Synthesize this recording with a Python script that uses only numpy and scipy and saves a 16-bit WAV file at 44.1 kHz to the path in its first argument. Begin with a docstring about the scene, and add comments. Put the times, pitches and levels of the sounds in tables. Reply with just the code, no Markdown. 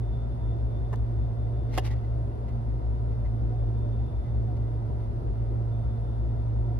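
"""Desk under hall ventilation

Ventilation machinery drones in a large hall with open ducts: a throbbing low note, its steadier
octave, rushing air, duct resonances driven by turbulence and a thin fan whine. Close by, an arm
bumps and brushes the desk, then a hand knocks a computer mouse and slides it in short strokes.
Impacts and friction ring the plastic shell and the desk top."""
import sys
import numpy as np
from scipy import signal
from scipy.fft import rfft, irfft, next_fast_len
from scipy.io import wavfile

SR = 44100
rng = np.random.default_rng(int(sys.argv[2]) if len(sys.argv) > 2 else 0)


def generate_wav(sig):
    """Save sig (samples, or channels by samples) to the path in sys.argv[1] as 16-bit PCM at SR."""
    pcm = np.round(np.clip(np.atleast_2d(sig).T, -1, 1) * 32767).astype(np.int16)
    wavfile.write(sys.argv[1], SR, pcm)


N = 299439
TIME = np.arange(N) / SR


def from_db(db):
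    """Decibels to gain."""
    return 10 ** (np.asarray(db) / 20)


def unit_rms(x):
    """Scale to rms 1."""
    return x / np.sqrt(np.mean(np.abs(x) ** 2) + 1e-20)


def curve(points):
    """Breakpoints interpolated at every sample."""
    return np.interp(TIME, *np.transpose(points))


def stereo(mid, side):
    """Mid/side to left/right."""
    return np.array([mid + side, mid - side])


def band(x, low_hz, high_hz):
    """Zero-phase band-pass."""
    sos = signal.butter(2, [low_hz, high_hz], "band", fs=SR, output="sos")
    return signal.sosfiltfilt(sos, x, padtype="even", padlen=SR // 4)


def colour(x, spectrum):
    """Filter by (frequency [Hz], gain [dB]) points; 48 dB/octave roll-off outside them."""
    size = next_fast_len(N)
    octave = np.log2(np.maximum(np.fft.rfftfreq(size, 1 / SR), 1))
    hz, db = np.transpose(spectrum)
    beyond = np.abs(octave - np.clip(octave, np.log2(hz[0]), np.log2(hz[-1])))
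    gain = from_db(np.interp(octave, np.log2(hz), db) - 48 * beyond)
    return irfft(rfft(x, size) * gain, size)[:N]


def noise(spectrum):
    """Coloured noise, rms 1."""
    return unit_rms(colour(rng.standard_normal(N), spectrum))


def wander(width_hz, skirt_hz):
    """Complex amplitude of a noise-driven resonance, rms 1."""
    size, step = 8192, 40
    hz = np.fft.fftfreq(size, step / SR)
    peak = 1 / (1 + 2j * hz / width_hz) / (1 + (hz / skirt_hz) ** 2)
    drive = rng.standard_normal(size) + 1j * rng.standard_normal(size)
    slow = np.fft.ifft(peak * np.fft.fft(drive))
    return unit_rms(np.interp(np.arange(N) / step, np.arange(size), slow))


def flicker(depth_db, width_hz, skirt_hz):
    """Random gain about 0 dB, deviation about 0.7 * depth_db."""
    return from_db(depth_db * np.real(wander(width_hz, skirt_hz)))


def saturate(swing, knee):
    """Level off amplitude above the knee; rms 1."""
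    return unit_rms(swing / np.sqrt(np.abs(swing) ** 2 + knee ** 2))


def tone(amplitude, hz, phase_rad, pan_db=0):
    """Standing wave with a left-right difference in phase and level."""
    wave = np.sqrt(2) * amplitude * np.exp(2j * np.pi * hz * TIME)
    sides = np.array([[0.5], [-0.5]])
    return np.real(wave * from_db(pan_db * sides) * np.exp(1j * phase_rad * sides))


def bursts(rows):
    """Envelope of sudden, decaying contacts."""
    return sum(from_db(db - 60 * np.clip((TIME - s) / t60, 0, 4)) * (TIME >= s) for s, db, t60 in rows)


def strokes(rows):
    """Envelope of Gaussian swells, each centred on its time."""
    return sum(from_db(db) * np.exp(-np.minimum((2 * (TIME - s) / length_s) ** 2, 50))
               for s, length_s, db in rows)


# Side gain of desk noise: (frequency [Hz], gain [dB])
DESK_WIDTH = [(150, -5), (700, -2), (1200, -9), (2400, -4.5), (4000, -2), (6500, 9), (8500, 2),
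              (11500, -10.5), (16000, -10.5)]

def near_noise(spectrum):
    """Stereo desk noise: central in the midrange, wide in the treble."""
    return stereo(noise(spectrum), colour(noise(spectrum), DESK_WIDTH))


# Strength of the drone's octave: (time [s], relative level [dB])
OCTAVE_LEVEL = [(0, -29.5), (.28, -35), (.45, -30), (.7, -31.5), (1.3, -30), (1.66, -31), (1.8, -31),
                (2.25, -30.5), (2.4, -37), (2.55, -31), (2.85, -32), (3.1, -30), (3.92, -29.5),
                (4.2, -32.5), (4.4, -29.5), (4.8, -30.5), (5.25, -32), (5.65, -28.5), (5.87, -30.5),
                (6.2, -31), (6.4, -29.5), (6.79, -29.5)]

def machinery(throb_hz=5.37, crest_s=0.095, low_hz=58.82, octave_hz=113.94):
    """A low note throbs and strays in pitch; its rough octave is steady when strong, flutters when weak."""
    throb = np.cos(2 * np.pi * throb_hz * (TIME - crest_s))
    low_gain = from_db(-30.5 + 3 * throb) * flicker(depth_db=1.3, width_hz=7.3, skirt_hz=19)
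    low = low_gain * saturate(wander(width_hz=8.3, skirt_hz=17), knee=0.63)
    octave_db = curve(OCTAVE_LEVEL)
    hold = 1.1 * from_db(5.6 * (octave_db - np.mean(octave_db)))
    octave_gain = from_db(octave_db - 0.45 - throb)   # yields 1 dB at each crest
    octave = octave_gain * saturate(hold + wander(width_hz=9.6, skirt_hz=28.5), knee=0.65)
    return (band(tone(low, low_hz, phase_rad=0.87, pan_db=2.5), 42, 86)
            + band(tone(octave, octave_hz, phase_rad=0.58, pan_db=-3.5), 90, 167))


# Air mid, air side and duct rumble spectra: (frequency [Hz], relative density [dB])
AIR_MID = [(150, -6.5), (220, -6), (350, -5), (530, -12), (720, -15), (850, -19.5), (1200, -27.5),
           (2300, -40), (3400, -44), (4800, -46), (6300, -52), (7600, -63), (8900, -51), (11000, -53.5),
           (13500, -67.5)]
AIR_SIDE = [(150, -8.5), (270, -2), (400, 0), (530, -4), (780, -4.5), (960, -13), (1100, -16),
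            (1560, -19.5), (2300, -33.5), (4700, -36), (7500, -45.5), (8900, -41), (11000, -51),
            (12000, -71)]
RUMBLE = [(20, -17), (27, -8.5), (34, -2.5), (55, -2), (90, -1.5), (130, 0.5), (165, -12), (200, -22)]

def airflow():
    """Air rushes and rumbles in the ducts; the low rush surges with the flow."""
    rush = stereo(from_db(-46) * noise(AIR_MID), from_db(-48) * noise(AIR_SIDE))
    surge = from_db(-0.04) * flicker(depth_db=2.5, width_hz=6.3, skirt_hz=11)
    return rush + band(rush, 190, 520) * (surge - 1) + from_db(-41.5) * noise(RUMBLE)


# Duct and fan modes: (frequency [Hz], width [Hz], level [dB], left-right phase [rad])
DUCT_MODES = [(213.1, 14, -54, 0.1), (233.8, 18, -50.5, -0.8), (338.8, 34, -56.5, 0.5),
              (400.6, 33, -60, 0.7), (470, 30, -61.5, 1.2), (586, 19, -55.5, 1.78), (675, 12, -60, 1.5),
              (715.6, 22, -61.5, 1.0), (746, 12, -59, 3), (956, 48, -62.5, 1.8), (1277, 70, -72.5, 2),
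              (1354, 26, -69, 2.0), (1474, 12, -74, 2.5), (2006, 99, -78.5, 1), (2784, 110, -87, 1.4),
              (3730, 37, -87.5, -1.5), (4590, 160, -88.5, 1), (8900, 380, -88.5, 2),
              (10800, 480, -87.5, -0.5)]

def duct_resonances():
    """Uneven flow drives each mode now harder, now softer."""
    modes = 0
    for hz, width_hz, db, phase_rad in DUCT_MODES:
        swing = wander(width_hz, 2 * width_hz) * flicker(depth_db=2.5, width_hz=6, skirt_hz=9)
        modes += tone(from_db(db) * unit_rms(swing), hz, phase_rad)
    return modes


# Strength of the whine: (time [s], relative level [dB])
WHINE_LEVEL = [(0, -78), (.14, -72.5), (.38, -78.5), (.49, -71), (.66, -85), (.73, -74), (.9, -76.5),
               (1.02, -82), (1.12, -79), (1.5, -79), (1.61, -75.5), (1.72, -78.5), (2.05, -86),
               (3.3, -83.5), (3.85, -77.5), (4.1, -74.5), (4.2, -79), (4.5, -82.5), (5.64, -86),
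               (5.72, -78), (6.45, -80.5), (6.79, -84)]

def fan_whine():
    """A fan gives a thin, wavering tone."""
    waver = saturate(wander(width_hz=21, skirt_hz=38), knee=1.3)
    return tone(from_db(curve(WHINE_LEVEL) + 3) * waver, hz=3530, phase_rad=-1.58, pan_db=-3)


# Desk top modes: (frequency [Hz], gain [dB], t60 [s])
DESK_MODES = [(390, -9, 0.03), (565, -9, .035), (755, -3, 0.022), (985, -4, 0.022)]

def desk_thud(contacts):
    """Contacts strike the heavily damped desk top; mono."""
    thud = 0
    for s, db in contacts:
        age_s = np.clip(TIME - s, 0, 0.2)
        for hz, mode_db, t60_s in DESK_MODES:
            thud += from_db(db + mode_db - 60 * age_s / t60_s) * np.sin(2 * np.pi * hz * age_s)
    return thud


# Modes of the mouse shell on the desk: (frequency [Hz], gain [dB], t60 [s])
SHELL_MODES = [(392, -2.5, 0.049), (570, -5, 0.058), (745, -2, 0.032), (858, -4, 0.054),
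               (1720, -7.5, 0.025), (1890, -13, 0.03), (2000, -10.5, 0.041), (2630, -14.5, 0.024),
               (2853, -7, 0.02), (3215, -16, .03), (3790, -17, 0.035), (4700, -19, 0.03),
               (5140, -21.5, 0.03)]

def shell_ring(force):
    """Rough contact pumps the modes of shell and desk, which ring on."""
    rings = 0
    for hz, db, t60_s in SHELL_MODES:
        radius, angle = from_db(-60 / (t60_s * SR)), 2 * np.pi * hz / SR
        drive = force * rng.standard_normal((2, N))
        mid, side = signal.lfilter([1, 0, -1], [1, -2 * radius * np.cos(angle), radius ** 2], drive)
        rings += from_db(db) * stereo(unit_rms(mid), from_db(-5) * unit_rms(side))
    return np.std(force) * rings


# Arm landing: (time [s], relative level [dB])
ARM_BUMPS = [(.9305, -34), (.9405, -35)]
# Arm brushing: (time [s], length [s], relative level [dB])
ARM_BRUSHES = [(.933, 0.012, -40.5), (.941, 0.0071, -43), (.936, 0.048, -50)]
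# Brush spectrum: (frequency [Hz], relative density [dB])
BRUSH_SPECTRUM = [(200, 3), (380, 8), (650, 3), (950, 8.5), (1150, -4), (1450, -6.5), (1850, -1),
                  (2150, -16), (2900, -21.5), (7000, -30), (10000, -28.5), (14000, -30.5), (16000, -36)]

def arm_on_desk():
    """A soft arm lands and brushes, waking only the lower modes."""
    force = strokes(ARM_BRUSHES)
    friction = from_db(-3) * force * near_noise(BRUSH_SPECTRUM)
    ring = from_db(-10) * band(shell_ring(force), 330, 2200)
    return desk_thud(ARM_BUMPS) + friction + ring


# Nail contacts: (time [s], relative level [dB], t60 [s])
NAIL_TICKS = [(.9592, -48.5, 0.0045), (5.038, -62, .006)]
# Tick spectrum: (frequency [Hz], relative density [dB])
TICK_SPECTRUM = [(1000, 0.5), (3000, 2.5), (5500, -3.5), (8000, -6.5), (12000, -9), (16000, -11)]

def nail_ticks():
    """A fingernail makes brief, bright contacts."""
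    return bursts(NAIL_TICKS) * near_noise(TICK_SPECTRUM)


# Mouse strokes: (time [s], length [s], relative friction [dB], relative ring [dB])
SLIDES = [(1.73, 0.075, -59, -65.5), (1.739, 0.024, -57.5, -54.5), (1.765, 0.04, -50.5, -59.5),
          (1.863, 0.048, -45.5, -54), (1.915, 0.024, -51.5, -49.5), (1.935, .018, -56, -55),
          (1.97, 0.018, -67, -63.5), (2.046, 0.021, -64, -66), (2.491, 0.028, -61.5, -64),
          (3.12, 0.021, -66, -69.5), (3.26, 0.028, -63, -60), (4.27, 0.058, -70, -67.5),
          (4.57, .015, -62, -72), (5.019, 0.084, -68.5, -76)]
# Friction and firm-stroke hiss spectra: (frequency [Hz], relative density [dB])
SLIDE_SPECTRUM = [(500, -7.5), (720, -0.5), (860, 11), (1020, -0.5), (1350, -0.5), (1650, -5), (2150, 2.5),
                  (2450, -4.5), (2750, -3.5), (3100, -8.5), (4300, -9.5), (7000, -28), (11000, -23.5),
                  (15000, -33.5)]
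GRIT_SPECTRUM = [(2200, -9), (3500, 3.5), (5300, -1.5), (7200, -12.5), (9000, -9.5), (11500, -9.5),
                 (15000, -19)]

def mouse_slides(ring_hz=2015):
    """The feet stick and slip: grainy friction, brighter when firm, and a narrow ring of the shell."""
    push = strokes([(s, length_s, db) for s, length_s, db, _ in SLIDES])
    grain = flicker(depth_db=3, width_hz=300, skirt_hz=400)
    grit = from_db(-7.5) * (push / push.max()) ** 0.48 * near_noise(GRIT_SPECTRUM)
    friction = from_db(-1.5) * push * grain * (near_noise(SLIDE_SPECTRUM) + grit)
    ring_gain = from_db(-3) * strokes([(s, length_s, db) for s, length_s, _, db in SLIDES])
    waver = saturate(wander(width_hz=180, skirt_hz=260), knee=1.5)
    return friction + ring_gain * tone(waver, ring_hz, phase_rad=0.5)


# Mouse contacts, relative levels: (time [s], crack [dB], rattle t60 [s], shell [dB], thud [dB])
KNOCKS = [(1.777, -25, 0.022, -29, -34), (1.7784, -29, .015, -25, -19), (1.7823, -26, 0.022, -24, -23),
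          (1.7851, -28.5, 0.02, -27, -29), (1.7917, -34.5, 0.03, -37, -35.5), (1.7967, -43, 0.02, -43, -44)]
# Plastic crack spectrum: (frequency [Hz], relative density [dB])
CRACK_SPECTRUM = [(200, 4), (500, 9), (850, 12.5), (1020, 13), (1150, -3), (1450, -7), (2000, 1),
                  (2450, -11), (2860, -1), (3200, -3.5), (4200, -10), (5200, -9.5), (6300, -17.5),
                  (8500, -16.5), (11000, -9), (15500, -30)]

def mouse_knock():
    """A hand rocks the mouse: at each contact the plastic cracks, the desk thuds, the shell rings."""
    rattle = bursts([(s, db, t60_s) for s, db, t60_s, _, _ in KNOCKS])
    crack = from_db(-3.5) * rattle * near_noise(CRACK_SPECTRUM)
    force = bursts([(s, db, t60_s) for s, _, t60_s, db, _ in KNOCKS])
    thud = desk_thud([(s, db) for s, *_, db in KNOCKS]) * from_db([[-1], [1]])   # slightly right
    return crack + thud + from_db(-8) * shell_ring(force)


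# Foot catches: (time [s], relative force [dB], t60 [s])
CATCHES = [(1.848, -46, .012), (1.858, -42, .012), (1.867, -46, .012), (1.875, -43, .012),
           (1.884, -49.5, .01), (1.909, -45, .012), (1.914, -46, .01)]

def mouse_catches():
    """The feet catch on the desk and jolt the shell."""
    return from_db(-6) * shell_ring(bursts(CATCHES))


# Duct notes: (time [s], length [s], level [dB], frequency [Hz])
SWELLS = [(3.37, .1, -45, 228), (3.44, .08, -56.5, 745), (3.531, .06, -49, 730), (4.5, 0.075, -50, 718),
          (4.523, .09, -46, 232), (4.9, .09, -44, 218), (6.714, .06, -48, 720)]

def duct_swells():
    """Now and then a duct resonance swells into a soft note."""
    waver = saturate(wander(width_hz=9.3, skirt_hz=18), knee=0.3)
    return sum(tone(strokes([(s, length_s, db)]) * waver, hz, phase_rad=1)
               for s, length_s, db, hz in SWELLS)


def hall(x, t60_s, wall_hz):
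    """Diffuse, dull tail, different on each side."""
    tail = rng.standard_normal((2, SR)) * from_db(-60 * TIME[:SR] / t60_s)
    tail = signal.sosfilt(signal.butter(1, wall_hz, fs=SR, output="sos"), tail)
    return signal.fftconvolve(x, tail / np.sqrt(np.sum(tail ** 2) / 2), axes=1)[:, :N]


def scene():
    """Near desk sounds and their hall tail over far ventilation."""
    ventilation = machinery() + airflow() + duct_resonances() + fan_whine() + duct_swells()
    desk = arm_on_desk() + nail_ticks() + mouse_slides() + mouse_knock() + mouse_catches()
    return ventilation + desk + from_db(-23.5) * hall(desk, t60_s=0.95, wall_hz=4000)


def record(dry):
    """Steep low-pass at 15.5 kHz."""
    return signal.sosfilt(signal.ellip(10, 0.1, 90, 15500, fs=SR, output="sos"), dry)


dry = scene()
out = record(dry)
generate_wav(out)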